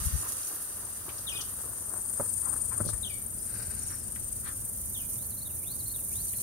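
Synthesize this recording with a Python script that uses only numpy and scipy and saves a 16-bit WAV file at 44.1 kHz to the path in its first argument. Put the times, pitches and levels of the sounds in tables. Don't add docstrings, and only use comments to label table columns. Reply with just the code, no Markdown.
import sys
import numpy as np
from scipy import signal
from scipy.fft import rfft, irfft, next_fast_len
from scipy.io import wavfile
from scipy.ndimage import uniform_filter1d

SR = 44100
rng = np.random.default_rng(int(sys.argv[2]) if len(sys.argv) > 2 else 0)


def store_wav(level_fs):
    pcm = np.round(np.clip(np.atleast_2d(level_fs), -1, 1) * 32767)
    wavfile.write(sys.argv[1], SR, pcm.T.astype(np.int16))


N = 283241
TIME = np.arange(N) / SR


def undb(db):
    return 10 ** (np.asarray(db) / 20)


def unit(x):
    return x / np.sqrt(np.mean(x ** 2))


def curves(table):
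    times_s, *columns = np.transpose(table)
    return [np.interp(TIME, times_s, column) for column in columns]


def colour(x, points):
    pitch_hz, level_db = np.transpose(points)
    size = next_fast_len(N)
    bins_hz = np.maximum(np.fft.rfftfreq(size, 1 / SR), 1)
    gains = undb(np.interp(np.log(bins_hz), np.log(pitch_hz), level_db))
    return unit(irfft(rfft(x, size) * gains, size)[..., :N])


def bandpass(x, low_hz, high_hz):
    return signal.sosfilt(signal.butter(2, [low_hz, high_hz], "band", fs=SR, output="sos"), x)


def noise(likeness, size=N):
    mid, side = rng.standard_normal((2, size))
    c = np.clip(likeness, -1, 1)
    return np.sqrt((1 + c) / 2) * mid + np.sqrt((1 - c) / 2) * np.array([side, -side])


def pan(left_minus_right_db):
    gains = undb(np.array([[.5], [-.5]]) * left_minus_right_db)
    return gains / np.sqrt(np.mean(gains ** 2, axis=0))


def walk(rate_hz):
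    hold = max(int(SR / rate_hz), 1)
    steps = np.repeat(rng.standard_normal(N // hold + 1), hold)
    return unit(uniform_filter1d(steps, hold)[:N])


def add(out, start_s, x):
    i = max(int(start_s * SR), 0)
    out[:, i:i + x.shape[1]] += x[:, :N - i]


def scatter(x, echo_db, t60_s):
    t = TIME[:SR // 2]
    tail = rng.standard_normal((2, len(t))) * undb(-60 * t / t60_s)
    tail = unit(tail) / np.sqrt(len(t))
    return x + undb(echo_db) * signal.fftconvolve(x, tail, axes=1)[:, :N]


def mirrored(x, delay_s, level_db):
    reflection = np.pad(x, ((0, 0), (int(delay_s * SR), 0)))[:, :N]
    return (x + undb(level_db) * reflection) / np.hypot(1, undb(level_db))


def katydid(stroke_hz, level_db, wing, throb_db, closing_db, tooth_db, likeness, stems_db):
    turn = 2 * np.pi * (np.cumsum(stroke_hz) / SR + .025 * walk(20))
    pressure_db = throb_db * np.cos(turn) + closing_db * np.sin(2 * turn) + 0.59 * walk(30)
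    scrape = undb(pressure_db + tooth_db * walk(1500)) * noise(likeness)
    return colour(scatter(scrape, echo_db=stems_db, t60_s=0.017), wing) * undb(level_db)


PIP_HZ, PIP_PLACE_TURNS, PIP_HALF_LENGTH_S, PIP_SCATTER_DB = 9020, .09, .0024, 3


def pips(stroke_hz):
    turns = np.cumsum(stroke_hz) / SR - PIP_PLACE_TURNS
    from_pip_s = (turns - np.round(turns)) / stroke_hz
    tone = np.sin(2 * np.pi * np.cumsum(PIP_HZ * (1 + .012 * walk(60))) / SR)
    swell = np.exp(-(from_pip_s / PIP_HALF_LENGTH_S) ** 2)
    return unit(tone * swell * undb(PIP_SCATTER_DB * walk(25)))


# pitch_hz, level_db
LEFT_WING_SPECTRUM = [(4000, -34), (5000, -22), (5700, -25), (6300, -20), (7250, -10), (8100, 0), (8500, 0),
                      (8900, 7), (9200, 6), (9450, 0), (10000, 2), (10200, -5), (11000, -9), (11600, -13),
                      (13000, -32), (16000, -45)]
# time_s, stroke_hz
LEFT_STROKE_RATE = [(0, 24.68), (2.3, 25.0), (3.9, 24.4), (6.42, 24.4)]
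LEFT_DB, LEFT_ENTERS_AT_SIDE_DB, LEFT_ENTRY_WIDTH_DB = 2.5, -1.5, 1.5
PIP_DB = -8.5
LEFT_ECHO_S, LEFT_ECHO_DB = .003465, -9


def left_katydid(buzz_db, side_db):
    stroke_hz, = curves(LEFT_STROKE_RATE)
    scrape = katydid(stroke_hz, 0, LEFT_WING_SPECTRUM, throb_db=3.0, closing_db=0.6, tooth_db=0.7,
                     likeness=0.45, stems_db=-11)
    song = mirrored(scrape + undb(PIP_DB) * pips(stroke_hz), LEFT_ECHO_S, LEFT_ECHO_DB)
    facing_left = 1 / (1 + np.exp((LEFT_ENTERS_AT_SIDE_DB - side_db) / LEFT_ENTRY_WIDTH_DB))
    return song * undb(buzz_db + LEFT_DB) * facing_left * pan(13)


# pitch_hz, level_db
FRONT_WING_SPECTRUM = [(5000, -35), (7000, -14), (8300, -7), (9400, -3), (10300, -3), (10800, -3),
                       (11300, 0), (11800, -1), (12500, -3), (14000, -5), (15100, -5), (16000, -8)]
# pitch_hz, level_db
FRONT_RESONANCE = [(7000, -40), (8400, -10), (9250, -1), (9550, 0), (9900, -3), (10300, -8), (11050, -6),
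                   (11500, -16), (13000, -40)]
# time_s, stroke_hz
FRONT_STROKE_RATE = [(0, 23.9), (1.5, 25.2), (2.2, 24.3), (3.5, 23.45), (4.2, 24.5), (6.42, 24.3)]
# time_s, throb_db
FRONT_THROB_DEPTH = [(0, 1.5), (1.6, 1.5), (2.1, 3.5), (6.42, 3.5)]
FRONT_DB, FRONT_PEAK_DB = 4.5, 5.5


def front_katydid(treble_db):
    stroke_hz, = curves(FRONT_STROKE_RATE)
    throb_db, = curves(FRONT_THROB_DEPTH)
    broad = katydid(stroke_hz, treble_db + FRONT_DB, FRONT_WING_SPECTRUM, throb_db=throb_db,
                    closing_db=0.8, tooth_db=0.8, likeness=0.92, stems_db=-8)
    peak = katydid(stroke_hz, treble_db + FRONT_PEAK_DB, FRONT_RESONANCE, throb_db=throb_db / 2,
                   closing_db=0.3, tooth_db=0.8, likeness=-0.8, stems_db=-6)
    return broad + peak * pan(-13.0)


# pitch_hz, level_db
CHORUS_SPECTRUM = [(4000, -26), (5000, -21), (6100, -11), (7200, -7), (8200, -1), (8700, 0), (9700, 0),
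                   (10300, -6), (11500, -14), (13000, -25), (16000, -50)]


def chorus(level_db, side_db):
    buzz = noise(-0.68) * undb(2.0 * walk(22) + 2.8 * walk(700))
    return colour(scatter(buzz, echo_db=1.5, t60_s=0.069), CHORUS_SPECTRUM) * undb(level_db) * pan(side_db)


# pitch_hz, level_db
HISS_SPECTRUM = [(7000, -35), (10500, -7.5), (11500, -12), (13000, 26), (15000, -10), (16000, -10)]
HISS_DB = -7


def far_hiss(treble_db):
    return colour(noise(0.63), HISS_SPECTRUM) * undb(treble_db + HISS_DB)


# time_s, buzz_db, buzz_left_minus_right_db, top_treble_db
INSECT_LEVELS = [(0.0, -35.5, -4.5, -46), (0.82, -40.5, 0, -49.5), (1.11, -42, -0.5, -50),
                 (1.52, -40.5, 1.5, -47.5), (1.84, -39.5, 1, -51.5), (2.25, -33, 18, -48),
                 (2.66, -33.5, 17.5, -51.5), (2.95, -36, 9, -53), (3.24, -42.5, 15, -49),
                 (3.43, -38.5, 6, -49.5), (3.86, -38, -0.5, -51.5), (4.27, -40.5, 3, -50.5),
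                 (5.09, -40, -2.5, -43.5), (5.42, -42.5, -1, -46), (6.42, -37, -1, -43)]
CHORUS_DB, CHORUS_YIELD, CHORUS_SIDE_SHARE = -1.5, 0.64, 0.1


def insects():
    buzz_db, side_db, treble_db = curves(INSECT_LEVELS)
    others = chorus(buzz_db + CHORUS_DB - CHORUS_YIELD * side_db, CHORUS_SIDE_SHARE * side_db + 0.54)
    return left_katydid(buzz_db, side_db) + front_katydid(treble_db) + others + far_hiss(treble_db)


# start_s, length_s, level_db
THUMP_PUFFS = [(0, 0.036, -40), (0.048, 0.046, -29.5), (0.116, 0.064, -29), (0.168, 0.047, -43)]
THUMP_HZ, THUMP_OCTAVE_DB = 70.6, -12


def thumps():
    out = np.zeros((2, N))
    for start_s, length_s, level_db in THUMP_PUFFS:
        t = TIME[:int(length_s * SR)]
        turn = 2 * np.pi * (THUMP_HZ * t + rng.random())
        swing = (np.sin(turn) + undb(THUMP_OCTAVE_DB) * np.sin(2 * turn)) * np.hanning(len(t))
        add(out, start_s, unit(swing) * undb(level_db) * pan(16.15))
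    return out


# pitch_hz, level_db
REEL_SPECTRUM = [(150, -0.5), (320, 7.5), (600, 2), (800, 1), (1150, 5.5), (1800, -3), (2400, -31),
                 (4000, -22), (9000, -6.5)]
REEL_PUSH_HZ, REEL_FIRST_PUSH_S = 3.55, .26
REEL_DB, REEL_STOP_S, REEL_FADE_DB_PER_S = -51, 2.915, 79


def reel(push_db):
    push = np.cos(np.pi * REEL_PUSH_HZ * (TIME - REEL_FIRST_PUSH_S)) ** 2
    whirr = colour(noise(0.69) * undb(push_db * push ** 2 + 3.2 * walk(250)), REEL_SPECTRUM)
    level_db = REEL_DB - REEL_FADE_DB_PER_S * np.maximum(TIME - REEL_STOP_S, 0)
    return whirr * undb(level_db) * pan(4.9)


# time_s, level_db
WIND_LEVEL = [(0, -43.5), (0.45, -57.5), (1.35, -49.5), (2.0, -52.5), (2.75, -45), (6.42, -46)]
# pitch_hz, level_db
RUMBLE_SPECTRUM = [(15, -47), (25, -19), (35, -9), (55, -2), (80, -0.5), (110, 0), (135, -10), (180, -10.5),
                   (230, -11), (280, -20), (400, -20.5), (900, -69.5)]


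def wind_rumble():
    rumble = colour(noise(0.73) * undb(0.5 * walk(18)), RUMBLE_SPECTRUM)
    return rumble * undb(curves(WIND_LEVEL)[0]) * pan(-1.6)


# pitch_hz, level_db
AIR_SPECTRUM = [(100, -4.5), (250, 2), (420, -1), (600, 1.5), (780, -4.5), (1300, -7), (1900, -12),
                (2400, -22.5), (4000, -28), (6000, -43), (12000, -17)]


def marsh_air(level_db):
    return colour(noise(0.22), AIR_SPECTRUM) * undb(level_db + 0.65 * walk(5.5))


# time_s, level_db
REED_LEVEL = [(0, -45.5), (.45, -50), (.8, -54.5), (1.4, -53), (2, -63.5), (4.3, -60.5), (6.42, -100)]


def reeds():
    leaves = scatter(noise(0) * undb(0.5 * walk(37)), echo_db=4.0, t60_s=0.027)
    rustle = colour(leaves, [(500, -12), (900, 6), (1450, 13), (2600, 5.5), (3500, 2), (6000, 9.0),
                             (12000, -39.0)])
    return rustle * undb(curves(REED_LEVEL)[0]) * pan(4.6)


# start_s, length_s, centre_hz, level_db, left_minus_right_db
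SCUFF_RUBS = [(0.045, 0.028, 10100, -35, -1), (0.217, 0.075, 1200, -54, 2), (0.263, 0.057, 9650, -40, -1.5),
              (0.32, 0.0041, 9200, -31.5, -2), (0.43, 0.005, 7160, -40, 1.5),
              (0.47, 0.0052, 7000, -40.5, 3), (1.082, 0.025, 2865, -53.5, -3),
              (1.178, 0.01, 5850, -46.5, 5), (1.404, 0.022, 5630, -41.5, 5), (2.407, 0.11, 1120, -52, 13),
              (2.696, 0.055, 1240, -51.5, 9), (2.847, 0.016, 6200, -49, 15),
              (2.858, 0.057, 5200, -49.5, 12), (2.922, 0.025, 1320, -51, 11), (3.883, 0.078, 1480, -56, 5),
              (4.157, 0.0069, 1940, -48.5, -1), (4.418, 0.12, 1447, -51.5, 8),
              (4.437, 0.079, 3760, -59.5, 6), (6.332, 0.0077, 2610, -54, 0)]
SWISH_FIRST_S, SWISH_EVERY_S, SWISH_S, SWISH_HZ, SWISH_DB = 0.459, 0.072, 0.042, 11000, -42.5
TICK_S, TICK_WIDTH, NARROWING = 0.0023, 0.61, 0.073


def scuffs(count):
    out = np.zeros((2, N))
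    swishes = [(SWISH_FIRST_S + k * SWISH_EVERY_S, SWISH_S, SWISH_HZ, SWISH_DB, 0) for k in range(count)]
    for start_s, length_s, centre_hz, level_db, side_db in SCUFF_RUBS + swishes:
        size = int(length_s * SR)
        width_hz = centre_hz * TICK_WIDTH * (TICK_S / length_s) ** NARROWING
        edges_hz = np.clip([centre_hz - width_hz / 2, centre_hz + width_hz / 2], 100, SR * .45)
        grit = noise(0.33, size=size) * undb(6.1 * rng.standard_normal(size)) * np.hanning(size)
        add(out, start_s, unit(bandpass(grit, *edges_hz)) * undb(level_db) * pan(side_db))
    return out


BEAK_HZ, BEAK_HALF_WIDTH_HZ, NOTE_FADE_DB = 5230, 810, 1


def bird(notes, rough, octave_db, right_lag_ms):
    out, waver = np.zeros((2, N)), walk(900)
    for start_s, length_s, first_hz, middle_hz, last_hz, level_db, side_db in notes:
        u = np.linspace(0, 1, int(length_s * SR))
        pitch_hz = np.polyval(np.polyfit([0, .5, 1], [first_hz, middle_hz, last_hz], 2), u)
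        flutter = rough * np.roll(waver, -int(start_s * SR))[:len(u)]
        cycles = np.cumsum(pitch_hz * (1 + flutter)) / SR
        phase = 2 * np.pi * np.array([cycles, cycles - pitch_hz * right_lag_ms / 1000])
        beak = undb(octave_db) / (1 + ((2 * pitch_hz - BEAK_HZ) / BEAK_HALF_WIDTH_HZ) ** 2)
        envelope = signal.windows.tukey(len(u), .38) * undb(-NOTE_FADE_DB * u)
        tone = (np.sin(phase) + beak * np.sin(2 * phase)) * envelope
        add(out, start_s, unit(tone) * undb(level_db) * pan(side_db))
    return out


# start_s, length_s, first_hz, middle_hz, last_hz, level_db, left_minus_right_db
CHIRP_SLIDES = [(1.266, 0.037, 3950, 3360, 2720, -38.5, 10.5), (1.275, 0.021, 4050, 3760, 3450, -44, 8),
                (1.297, 0.039, 3770, 2850, 2290, -43, 3), (1.33, .06, 2384, 2520, 2400, -47.5, 4),
                (1.351, 0.034, 3890, 3370, 2640, -43, 12), (1.383, 0.032, 3710, 3170, 2900, -43, 10),
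                (3.028, .031, 3920, 3570, 2820, -40, 16), (3.057, 0.033, 3910, 3170, 2800, -43.5, 5),
                (3.094, 0.034, 2630, 2300, 2320, -50, 5), (3.129, 0.038, 2240, 2270, 2190, -53, 5),
                (4.942, 0.033, 3910, 3440, 2830, -49.5, 14), (4.968, 0.046, 3560, 3080, 2700, -50, 6.5),
                (5.005, 0.053, 2630, 2430, 2400, -58, 2)]
MIRROR_S, MIRROR_DB = .008, -12


def chirps():
    calls = bird(CHIRP_SLIDES, rough=0.018, octave_db=-5, right_lag_ms=0.14)
    return scatter(mirrored(calls, MIRROR_S, MIRROR_DB), echo_db=-8, t60_s=.4)


# pitch_hz, level_db, t60_s
HULL_MODES = [(70.6, -15, 0.1), (110.6, -9.5, 0.39), (159, -12.5, 0.1), (247.5, -8, 0.137),
              (400, 2, 0.0175), (584.5, 9, 0.033), (860, -13, 0.018), (1000, -10, 0.027),
              (1220, 3.5, 0.0276), (1320, 0, 0.074), (1780, -34, .03)]
# start_s, peak_db (before panning), highest_excited_hz (at least 90), left_minus_right_db
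HULL_KNOCKS = [(2.198, -20.5, 1210, -7), (2.205, -23, 770, -1), (2.803, -22.5, 1400, -3),
               (2.811, -23, 182, 0), (2.851, -33, 500, 6), (2.865, -28, 280, -10.5), (2.889, -29, 1330, 20),
               (2.895, -34.5, 400, 2), (2.93, -31, 109, 5.5)]


def knocks(rattle_db):
    out, t = np.zeros((2, N)), TIME[:SR // 3]
    ring = sum(undb(level_db - 60 * t / t60_s) * np.sin(2 * np.pi * pitch_hz * t)
               for pitch_hz, level_db, t60_s in HULL_MODES)
    lowpass = signal.butter(6, 1800, fs=SR, output="sos")
    for start_s, peak_db, contact_hz, side_db in HULL_KNOCKS:
        rattle = signal.sosfilt(lowpass, noise(0.11, size=len(t))) * undb(rattle_db - 60 * t / 0.063)
        blow = bandpass(ring + rattle, 55, max(contact_hz, 90))
        add(out, start_s, blow / np.abs(blow).max() * undb(peak_db) * pan(side_db))
    return out


# start_s, length_s, first_hz, middle_hz, last_hz, level_db, left_minus_right_db
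WHISTLE_NOTES = [(3.375, 0.086, 4750, 5300, 5600, -62, 15), (3.772, 0.082, 6800, 6790, 6500, -54, 20),
                 (3.815, 0.052, 5450, 5800, 5400, -54, 20), (3.878, 0.04, 5500, 5780, 5420, -54, 21.5),
                 (3.924, 0.034, 5500, 5550, 5400, -51, 21), (3.965, 0.075, 5550, 5320, 5100, -58, 20)]


def whistle():
    return bird(WHISTLE_NOTES, rough=0.02, octave_db=-22, right_lag_ms=0)


# pitch_hz, level_db
SWELL_SPECTRUM = [(150, -6), (400, 1), (1100, -5), (1550, 4), (1900, -3.5), (2900, -8), (3450, -32),
                  (3750, -7), (4800, -2.5), (5600, -1), (6500, -18), (12000, -29)]
SWELL_START_S, SWELL_RISE_S, SWELL_FALL_S, SWELL_DB = 3.41, 0.16, 0.65, -50.5


def soft_hiss():
    knots_s = [0, SWELL_RISE_S, SWELL_RISE_S + SWELL_FALL_S]
    swell = np.interp(TIME - SWELL_START_S, knots_s, [0, 1, 0])
    hiss = colour(noise(0.43) * undb(2 * walk(120)), SWELL_SPECTRUM)
    return hiss * swell * undb(SWELL_DB) * pan(7.2)


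def phrases(calls, notes):
    return [(start_s + delay_s, length_s, first_hz, middle_hz, last_hz,
             level_db + swell * delay_s + note_db, side_db)
            for start_s, level_db, swell in calls
            for delay_s, length_s, first_hz, middle_hz, last_hz, note_db, side_db in notes
            if start_s + delay_s < N / SR]


# start_s, level_db, swell_db_per_s
SONG_CALLS = [(5.141, -64.5, 36), (5.626, -52.5, -1), (6.111, -54.5, -19)]
# delay_s, length_s, first_hz, middle_hz, last_hz, level_db, left_minus_right_db
SONG_PHRASE = [(-0.03, 0.03, 2460, 2350, 2200, -18, -3), (0, 0.0305, 2180, 2460, 3000, -7, -4),
               (0.031, 0.092, 3400, 4020, 4990, -1, 6), (0.162, 0.0325, 4966, 4220, 3780, -1, 7.5),
               (0.228, 0.036, 4090, 4280, 4500, -2.5, 3), (0.267, 0.033, 3850, 4270, 4480, 0.5, 3),
               (0.31, 0.031, 3650, 3810, 3240, -0.5, 5.5), (0.354, 0.023, 2960, 2730, 2480, -12, 1)]


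def twitter():
    song = bird(phrases(SONG_CALLS, SONG_PHRASE), rough=0.019, octave_db=-22, right_lag_ms=0)
    return mirrored(song, MIRROR_S, MIRROR_DB)


def scene():
    wind = wind_rumble() + marsh_air(level_db=-55.5) + reeds()
    tackle = scatter(scuffs(count=3), echo_db=0.0, t60_s=0.14)
    boat = reel(push_db=8) + tackle + knocks(rattle_db=17.0)
    birds = chirps() + scatter(whistle() + twitter(), echo_db=-7, t60_s=.45)
    return insects() + thumps() + wind + boat + soft_hiss() + birds


# centre_hz, width_hz
MIC_DIPS = [(5350, 170), (7680, 860)]
TOP_HZ = 15700


def record(dry):
    for centre_hz, width_hz in MIC_DIPS:
        dry = signal.lfilter(*signal.iirnotch(centre_hz, centre_hz / width_hz, fs=SR), dry)
    return signal.sosfilt(signal.ellip(10, .2, 70, TOP_HZ, fs=SR, output="sos"), dry)


dry = scene()
out = record(dry)
store_wav(out)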